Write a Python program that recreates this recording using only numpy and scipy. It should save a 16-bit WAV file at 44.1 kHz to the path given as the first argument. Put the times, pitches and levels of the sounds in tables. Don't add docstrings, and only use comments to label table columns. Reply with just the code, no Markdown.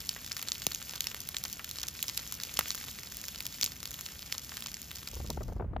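import sys
import numpy as np
from scipy import signal
from scipy.fft import rfft, irfft
from scipy.io import wavfile
from scipy.ndimage import uniform_filter1d

SR = 44100
rng = np.random.default_rng(int(sys.argv[2]) if len(sys.argv) > 2 else 0)


def generate_wav(signal):
    frames = np.transpose(np.atleast_2d(signal))
    scaled = np.clip(frames, -1, 1) * 32767
    pcm = np.round(scaled).astype(np.int16)
    wavfile.write(sys.argv[1], SR, pcm)


N = 255780

# (time [s], ring level [dB], ring frequency [Hz], knock level [dB], fizz level [dB]);
# each level is the rms if the part's energy filled 1 ms
SNAPS = [(0.0054, -34.5, 4900, -46, -38), (0.0923, -19, 5000, -43, -28.5), (0.1638, -44, 2300, -34, -52),
         (0.3142, -44, 2400, -35.5, -57), (0.3183, -24, 5070, -50, -50), (0.3673, -28, 4900, -35.5, -35),
         (0.3715, -36, 5200, -49, -35), (0.4272, -31.5, 3870, -38.5, -28), (0.476, -37, 3900, -43.5, -48),
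         (0.4859, -24, 5460, -38.5, -40), (0.5194, -19, 4860, -43, -41), (0.62, -28.5, 4000, -35, -44),
         (0.6675, -17.5, 4700, -35.5, -18.5), (0.7198, -28, 4500, -46, -33), (0.748, -24, 6200, -51, -31),
         (0.895, -31, 5300, -41.5, -49), (0.9363, -35, 3100, -35.5, -48), (1.007, -20, 4500, -33.5, -24.5),
         (1.0428, -32, 4000, -45, -38), (1.0703, -22, 4950, -36, -31.5), (1.1458, -36, 3400, -33.5, -33.5),
         (1.2045, -32, 5500, -60, -32), (1.2896, -35.5, 6000, -49, -26.5), (1.3678, -21.5, 4160, -41, -36),
         (1.439, -27, 5430, -42, -27), (1.4523, -28, 5500, -36, -42), (1.4573, -36, 3300, -39, -42),
         (1.5287, -32, 6100, -61, -29.5), (1.595, -47, 2300, -31, -50), (1.6445, -32, 3800, -42, -34),
         (1.7124, -29, 4900, -53, -33.5), (1.786, -28, 4000, -40, -47), (1.7988, -34, 5100, -54, -44),
         (1.8165, -31, 6000, -52, -39), (1.8321, -26, 4470, -45, -32), (1.8359, -29, 4300, -35, -46),
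         (1.8848, -25.5, 5470, -47, -30.5), (2.0278, -22.5, 6260, -48, -22.5),
         (2.0827, -25, 4600, -48, -32), (2.091, -29, 4300, -40, -44), (2.0974, -27, 3700, -35, -36),
         (2.1758, -21.5, 4660, -42, -24.5), (2.1933, -33, 3000, -39.5, -49), (2.3238, -29, 6270, -39, -28),
         (2.401, -31, 4400, -41, -44), (2.4356, -25, 5500, -46, -31), (2.5683, -41, 2500, -41.5, -48),
         (2.5718, -23, 5370, -45.5, -35), (2.61, -29.5, 3700, -29.5, -40.5), (2.6834, -31, 6200, -58, -34),
         (2.7056, -20.5, 5000, -33.5, -37), (2.7482, -30.5, 5140, -36, -32), (3.17, -34, 5200, -48, -31),
         (3.2409, -34, 4800, -38.5, -39), (3.2836, -29.5, 4800, -40, -33), (3.4055, -29, 4020, -34.5, -32),
         (3.4551, -30.5, 4900, -42, -37), (3.4666, -28.5, 5300, -53, -27.5),
         (3.6127, -21.5, 5800, -43, -27), (3.6271, -20, 4960, -47, -38), (3.6318, -17, 5070, -38, -30.5),
         (3.6428, -22.5, 5800, -53, -20.5), (3.6501, -27.5, 6160, -49, -33),
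         (3.6622, -22.5, 6300, -54, -37), (3.8303, -31, 4700, -41, -38), (3.8558, -28.5, 4580, -41, -35),
         (3.9422, -31.5, 4400, -49, -36), (4.0104, -32.5, 5200, -43, -32.5),
         (4.0631, -28.5, 3970, -44, -38), (4.3204, -35, 4000, -47, -40), (4.3249, -22, 4500, -32.5, -31),
         (4.3815, -26.5, 5800, -48, -35), (4.5702, -30, 3580, -37, -33), (4.6236, -31.5, 3700, -43, -39),
         (4.6617, -29, 4500, -37, -42), (4.6705, -32, 5400, -55, -37), (4.7431, -28, 5660, -60, -39),
         (4.9146, -34, 3100, -38.5, -38), (4.9577, -32.5, 5160, -48, -39), (5.075, -29.5, 4050, -38, -39),
         (5.3031, -27, 5560, -40, -32)]
# (time [s], initial envelope [dB])
STEAM_BURSTS = [(0.6678, -27.5), (2.591, -35.5), (3.6132, -48), (3.6327, -44), (3.643, -46), (3.6625, -47),
                (3.8297, -46)]
# (time [s], peak of the two-port mean [dB])
EDDIES = [(5.13, -43), (5.163, -39.5), (5.2, -36.5), (5.244, -38.5), (5.297, -32), (5.304, -31),
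          (5.373, -29.5), (5.407, -33.5), (5.416, -34.5), (5.483, -35), (5.496, -37), (5.522, -34),
          (5.563, -38), (5.597, -29), (5.607, -27.5), (5.621, -34.5), (5.642, -37.5), (5.732, -35.5),
          (5.763, -24.5)]
# (time [s], level [dB])
BLAZE = [(0.0, -48), (0.42, -47.5), (1.73, -49), (1.89, -48), (2.34, -47.5), (2.83, -45.5), (3.02, -49),
         (3.55, -48), (3.79, -49.5), (4.33, -49.5), (4.55, -48.5), (5.0, -51)]
# (frequency [Hz], relative gain [dB])
KNOCK_FILTER = [(120, -42.5), (400, -4.5), (800, -3), (1300, 3.5), (2000, 3.5), (2700, -0.5), (4500, -24)]
# (frequency [Hz], relative gain [dB])
RING_FILTER = [(700, -27.5), (1400, -22), (2200, -6.5), (3200, -0.5), (5500, -2), (7300, 0.5), (8100, 0),
               (9000, -14), (11000, -49)]
# (frequency [Hz], relative gain [dB])
FIZZ_FILTER = [(7500, -48), (9000, -0.5), (10500, 3.5), (12000, 4), (13800, 2.5), (15000, 2),
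               (16000, -13.5)]
# (frequency [Hz], relative gain [dB])
GRASS_FILTER = [(900, -21.5), (1800, -6.5), (2600, -6.5), (3400, -1), (5500, 1.5), (7300, 1), (8100, 0.5),
                (8800, -27), (9700, -3.5), (10600, -1), (13500, -1.5), (15000, -1.5), (16000, -39)]
# (frequency [Hz], relative gain [dB])
BRUSH_FILTER = [(150, -17.5), (350, -1), (700, -2), (1000, -4.5), (1400, 0), (2000, -1.5), (3000, 0.5),
                (6000, -24)]
# (frequency [Hz], relative gain [dB])
ROAR_FILTER = [(12, -46), (22, -28), (40, -5.5), (62, 1.5), (90, -2.5), (150, -4), (230, -7), (330, -16),
               (600, -22.5), (1500, -27), (4000, -62)]
# (frequency [Hz], relative gain [dB])
WIND_FILTER = [(12, -34), (25, -8), (50, 2), (80, 1.5), (120, -8.5), (190, -12.5), (350, -23.5),
               (800, -37.5), (2000, -48), (5000, -72)]
# (frequency [Hz], relative gain [dB])
FLICK_FILTER = [(300, -15), (900, -1), (2200, -1), (3500, -3), (5200, -21), (9000, -57)]
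# (frequency [Hz], phase by which the left leads [rad])
PORT_PHASE = [(20, 0.0), (5200, 0.6), (5800, -1.5), (6600, -0.9), (7100, -1.2), (7600, -2.5), (8800, -3.1),
              (10000, -4.0), (11500, -4.9), (13000, -6.0), (14500, -6.3), (16000, -7.0)]

EDGE_HZ = 16350
SHORT_SIZE, LEAD = 2048, 128
SHORT_T_S = np.arange(SHORT_SIZE) / SR
T_S = np.arange(N) / SR

ROAR_DB, WIND_DB, WIND_GROWS_DB_PER_S = -54, -40, 8
WIND_FROM_S, WIND_FULL_S = 5.09, 5.21
FADE_FROM_S, FADE_END_S, FADE_POWER = 5.08, 5.752, 2.57
EDDY_DB, EDDY_RISE_S, EDDY_EDGE_HZ = -34.5, 0.0027, 847
QUICKER_OCTAVES_PER_DB = 0.07
STEMS_PER_S, STEM_HZ, STEM_SPREAD_OCTAVES = 30, 4800, 0.37
STEM_OVER_BLAZE_DB, STEM_SPREAD_DB = 11.5, 2.02
KNOCK_OVER_RING_DB, KNOCK_DB_PER_OCTAVE = -13, -17
FIZZ_OVER_RING_DB, FIZZ_DB_PER_OCTAVE = -7.5, 10
BURST_HZ, BURST_HALVING_S, BURST_DECAY_S = 1410, 0.0008, 0.0063


def gain_of(db):
    return 10 ** (np.asarray(db) / 20)


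def evened(x):
    return x / np.sqrt(np.mean(x ** 2) + 1e-20)


def read(points, hz):
    f, value = np.transpose(points)
    return np.interp(np.log(hz + 1), np.log(f + 1), value)


def add(mix, s, sound):
    part = mix[:, max(round(s * SR), 0):][:, :sound.shape[-1]]
    part += sound[..., :part.shape[-1]]


def coloured(x, spectrum):
    size = x.shape[-1]
    gain = gain_of(read(spectrum, np.fft.rfftfreq(size, 1 / SR)))
    return evened(irfft(rfft(x) * gain, size))


def pair(size, apart):
    shared, side = rng.standard_normal((2, size))
    return np.array([shared + apart * side, shared - apart * side])


def ports(x):
    half = read(PORT_PHASE, np.fft.rfftfreq(N, 1 / SR)) / 2
    return irfft(rfft(x) * np.exp(1j * np.array([half, -half])), N)


def blaze_db(s):
    gone = np.interp(s, [FADE_FROM_S, FADE_END_S], [0, 1])
    fade_db = 20 * FADE_POWER * np.log10(np.cos(gone * np.pi / 2) + 1e-6)
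    return np.interp(s, *np.transpose(BLAZE)) + fade_db


def fracture(tear_s, scatter_db, scatter_s, start_s=0.00016, field_db=-37.5, field_s=0.018, apart=0.13,
             ground_db=-11):
    t = SHORT_T_S - LEAD / SR
    before, after = np.maximum(-t, 0), np.maximum(t, 0)
    tear = pair(SHORT_SIZE, apart) * np.exp(-before / start_s - after / tear_s)
    ground_delay = round(rng.uniform(0.0003, 0.0011) * SR)
    ground = gain_of(ground_db) * np.roll(tear, ground_delay, axis=1)
    scatter = gain_of(scatter_db) * np.exp(-after / scatter_s)
    field = gain_of(field_db) * np.exp(-after / field_s)
    tail = pair(SHORT_SIZE, 0.44) * (scatter + field) * (t > 0)
    z = rfft(tear + ground + tail)
    broad = np.sqrt(uniform_filter1d((abs(z) ** 2).mean(0), size=200))
    return irfft(z / broad)


def stem(click, ring_hz, boost_db=7.0, octaves=0.45):
    hz = np.fft.rfftfreq(SHORT_SIZE, 1 / SR) + 1
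    bump_db = boost_db * np.exp(-(np.log2(hz / ring_hz) / octaves) ** 2)
    return irfft(rfft(click) * gain_of(bump_db))


def air():
    windy = np.interp(T_S, [WIND_FROM_S, WIND_FULL_S], [0, 1])
    roar = gain_of(ROAR_DB) * coloured(pair(N, 0.16), ROAR_FILTER)
    wind_db = WIND_DB + WIND_GROWS_DB_PER_S * (T_S - WIND_FULL_S)
    wind = gain_of(wind_db) * coloured(pair(N, 0.19), WIND_FILTER)
    return np.sqrt(1 - windy) * roar + windy * wind


def eddies(lee_db=-6, lee_hz=380, steepness=3.37, low_cut_hz=150):
    out = np.zeros((2, N))
    hz = np.fft.rfftfreq(SHORT_SIZE, 1 / SR) + 1
    top = 1 / (1 + (lee_hz / hz) ** 6)
    high_cut = 1 + (hz / EDDY_EDGE_HZ) ** steepness
    low_cut = 1 + (low_cut_hz / hz) ** 2
    for s, db in EDDIES:
        rise_s = EDDY_RISE_S / 2 ** (QUICKER_OCTAVES_PER_DB * (db - EDDY_DB))
        swell = pair(SHORT_SIZE, 0.4) * SHORT_T_S * np.exp(-SHORT_T_S / rise_s)
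        swirl = rfft(np.roll(swell, LEAD, axis=1))
        swirl = (1 - top) * swirl.mean(0) + top * swirl * gain_of([[0], [lee_db]])
        puff = irfft(swirl / high_cut / low_cut)
        add(out, s - LEAD / SR, gain_of(db) * puff / abs(puff.mean(0)).max())
    return out


def flick(at_s=5.7655, peak_db=-34.5):
    out = np.zeros((2, N))
    burst = fracture(tear_s=0.00024, scatter_db=-13, scatter_s=0.00089, field_db=-57)
    click = coloured(burst, FLICK_FILTER)
    add(out, at_s - LEAD / SR, gain_of(peak_db) * click / abs(click).max())
    return out


def crackle(grains, per_s, spread_db, most_db, clump_db, clump_s):
    knots_s = np.arange(0, N / SR + clump_s, clump_s)
    clumps = gain_of(clump_db * np.interp(T_S, knots_s, rng.standard_normal(len(knots_s))))
    sizes_db = np.minimum(spread_db * rng.exponential(1, N), most_db)
    sizes = gain_of(sizes_db) * rng.choice([-1, 1], N)
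    train = sizes * (rng.random(N) < per_s / SR * clumps / clumps.mean())
    which = rng.integers(0, len(grains), N)
    out = np.zeros((2, N))
    for k, grain in enumerate(grains):
        out += signal.oaconvolve((train * (which == k))[None], grain, axes=1)[:, :N]
    return evened(out)


def brush(level_db=-9.0, wash_db=-5):
    grains = []
    for hz in np.geomspace(800, 3000, num=12):
        click = fracture(tear_s=0.0002, scatter_db=-8, scatter_s=0.0023, apart=0.11)
        grains.append(stem(click, hz, boost_db=6.5))
    ticks = crackle(grains, per_s=450, spread_db=4.5, most_db=12.0, clump_db=4, clump_s=0.02)
    wash = gain_of(wash_db) * pair(N, 0.15)
    return gain_of(blaze_db(T_S) + level_db) * coloured(ticks + wash, BRUSH_FILTER)


def grass(level_db=0.25, hiss_db=-9):
    grains = []
    for hz in np.geomspace(2500, 14000, num=24):
        click = fracture(tear_s=0.00018, scatter_db=-20, scatter_s=0.0015)
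        grains.append(stem(click, hz))
    ticks = crackle(grains, per_s=1500, spread_db=3.0, most_db=12, clump_db=3, clump_s=0.017)
    hiss = gain_of(hiss_db) * pair(N, 0.059)
    return gain_of(blaze_db(T_S) + level_db) * coloured(ticks + hiss, GRASS_FILTER)


def bursts():
    out = np.zeros((2, N))
    turns = BURST_HZ * BURST_HALVING_S * np.log1p(SHORT_T_S / BURST_HALVING_S)
    push = np.sin(2 * np.pi * turns) * np.exp(-SHORT_T_S / BURST_DECAY_S)
    for s, db in STEAM_BURSTS:
        add(out, s, gain_of(db) * push)
    return out


def snap(ring_db, ring_hz, knock_db, fizz_db):
    one_ms = np.sqrt(SR / 1000 / SHORT_SIZE)
    click = fracture(tear_s=0.0002, scatter_db=-19.5, scatter_s=0.0017)
    thud = fracture(tear_s=0.00033, scatter_db=-24.5, scatter_s=0.0082, apart=0.051)
    ring = gain_of(ring_db) * coloured(stem(click, ring_hz, boost_db=6.5), RING_FILTER)
    fizz = gain_of(fizz_db) * coloured(click, FIZZ_FILTER)
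    knock = gain_of(knock_db) * coloured(thud, KNOCK_FILTER)
    return one_ms * (ring + fizz + knock)


def lesser_snaps(count=220):
    out = np.zeros((2, N))
    draws = rng.uniform(-1, 1, (count, 5)) * np.sqrt(3)
    for k, (when, loud, thin, woody, fizzy) in enumerate(draws):
        s = abs(k + when) / STEMS_PER_S
        octaves = STEM_SPREAD_OCTAVES * thin
        ring_db = blaze_db(s) + STEM_OVER_BLAZE_DB + STEM_SPREAD_DB * loud
        knock_db = ring_db + KNOCK_OVER_RING_DB + KNOCK_DB_PER_OCTAVE * octaves + STEM_SPREAD_DB * woody
        fizz_db = ring_db + FIZZ_OVER_RING_DB + FIZZ_DB_PER_OCTAVE * octaves + STEM_SPREAD_DB * fizzy
        add(out, s, snap(ring_db, STEM_HZ * 2 ** octaves, knock_db, fizz_db))
    return out


def limb(at_s=2.5911, step_s=0.0008, weaker_db=-2.5, count=6, push_db=-15, push_hz=1400, push_s=0.0009):
    out = np.zeros((2, N))
    for k in range(count):
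        crack = snap(ring_db=-21, ring_hz=2000, knock_db=-27, fizz_db=-20)
        add(out, at_s + k * step_s - LEAD / SR, gain_of(k * weaker_db) * crack)
    push = np.sin(2 * np.pi * push_hz * SHORT_T_S) * np.exp(-SHORT_T_S / push_s)
    add(out, at_s, gain_of(push_db) * push)
    return out


def snaps():
    out = np.zeros((2, N))
    for s, *voice in SNAPS:
        add(out, s - LEAD / SR, snap(*voice))
    return out


def scene():
    fire = brush() + grass() + lesser_snaps() + limb() + snaps()
    return air() + eddies() + flick() + bursts() + ports(fire)


def record(dry):
    lowpass = signal.firwin(255, EDGE_HZ, window=("kaiser", 9), fs=SR)
    return signal.oaconvolve(dry, lowpass[None], "same")


dry = scene()
out = record(dry)
generate_wav(out)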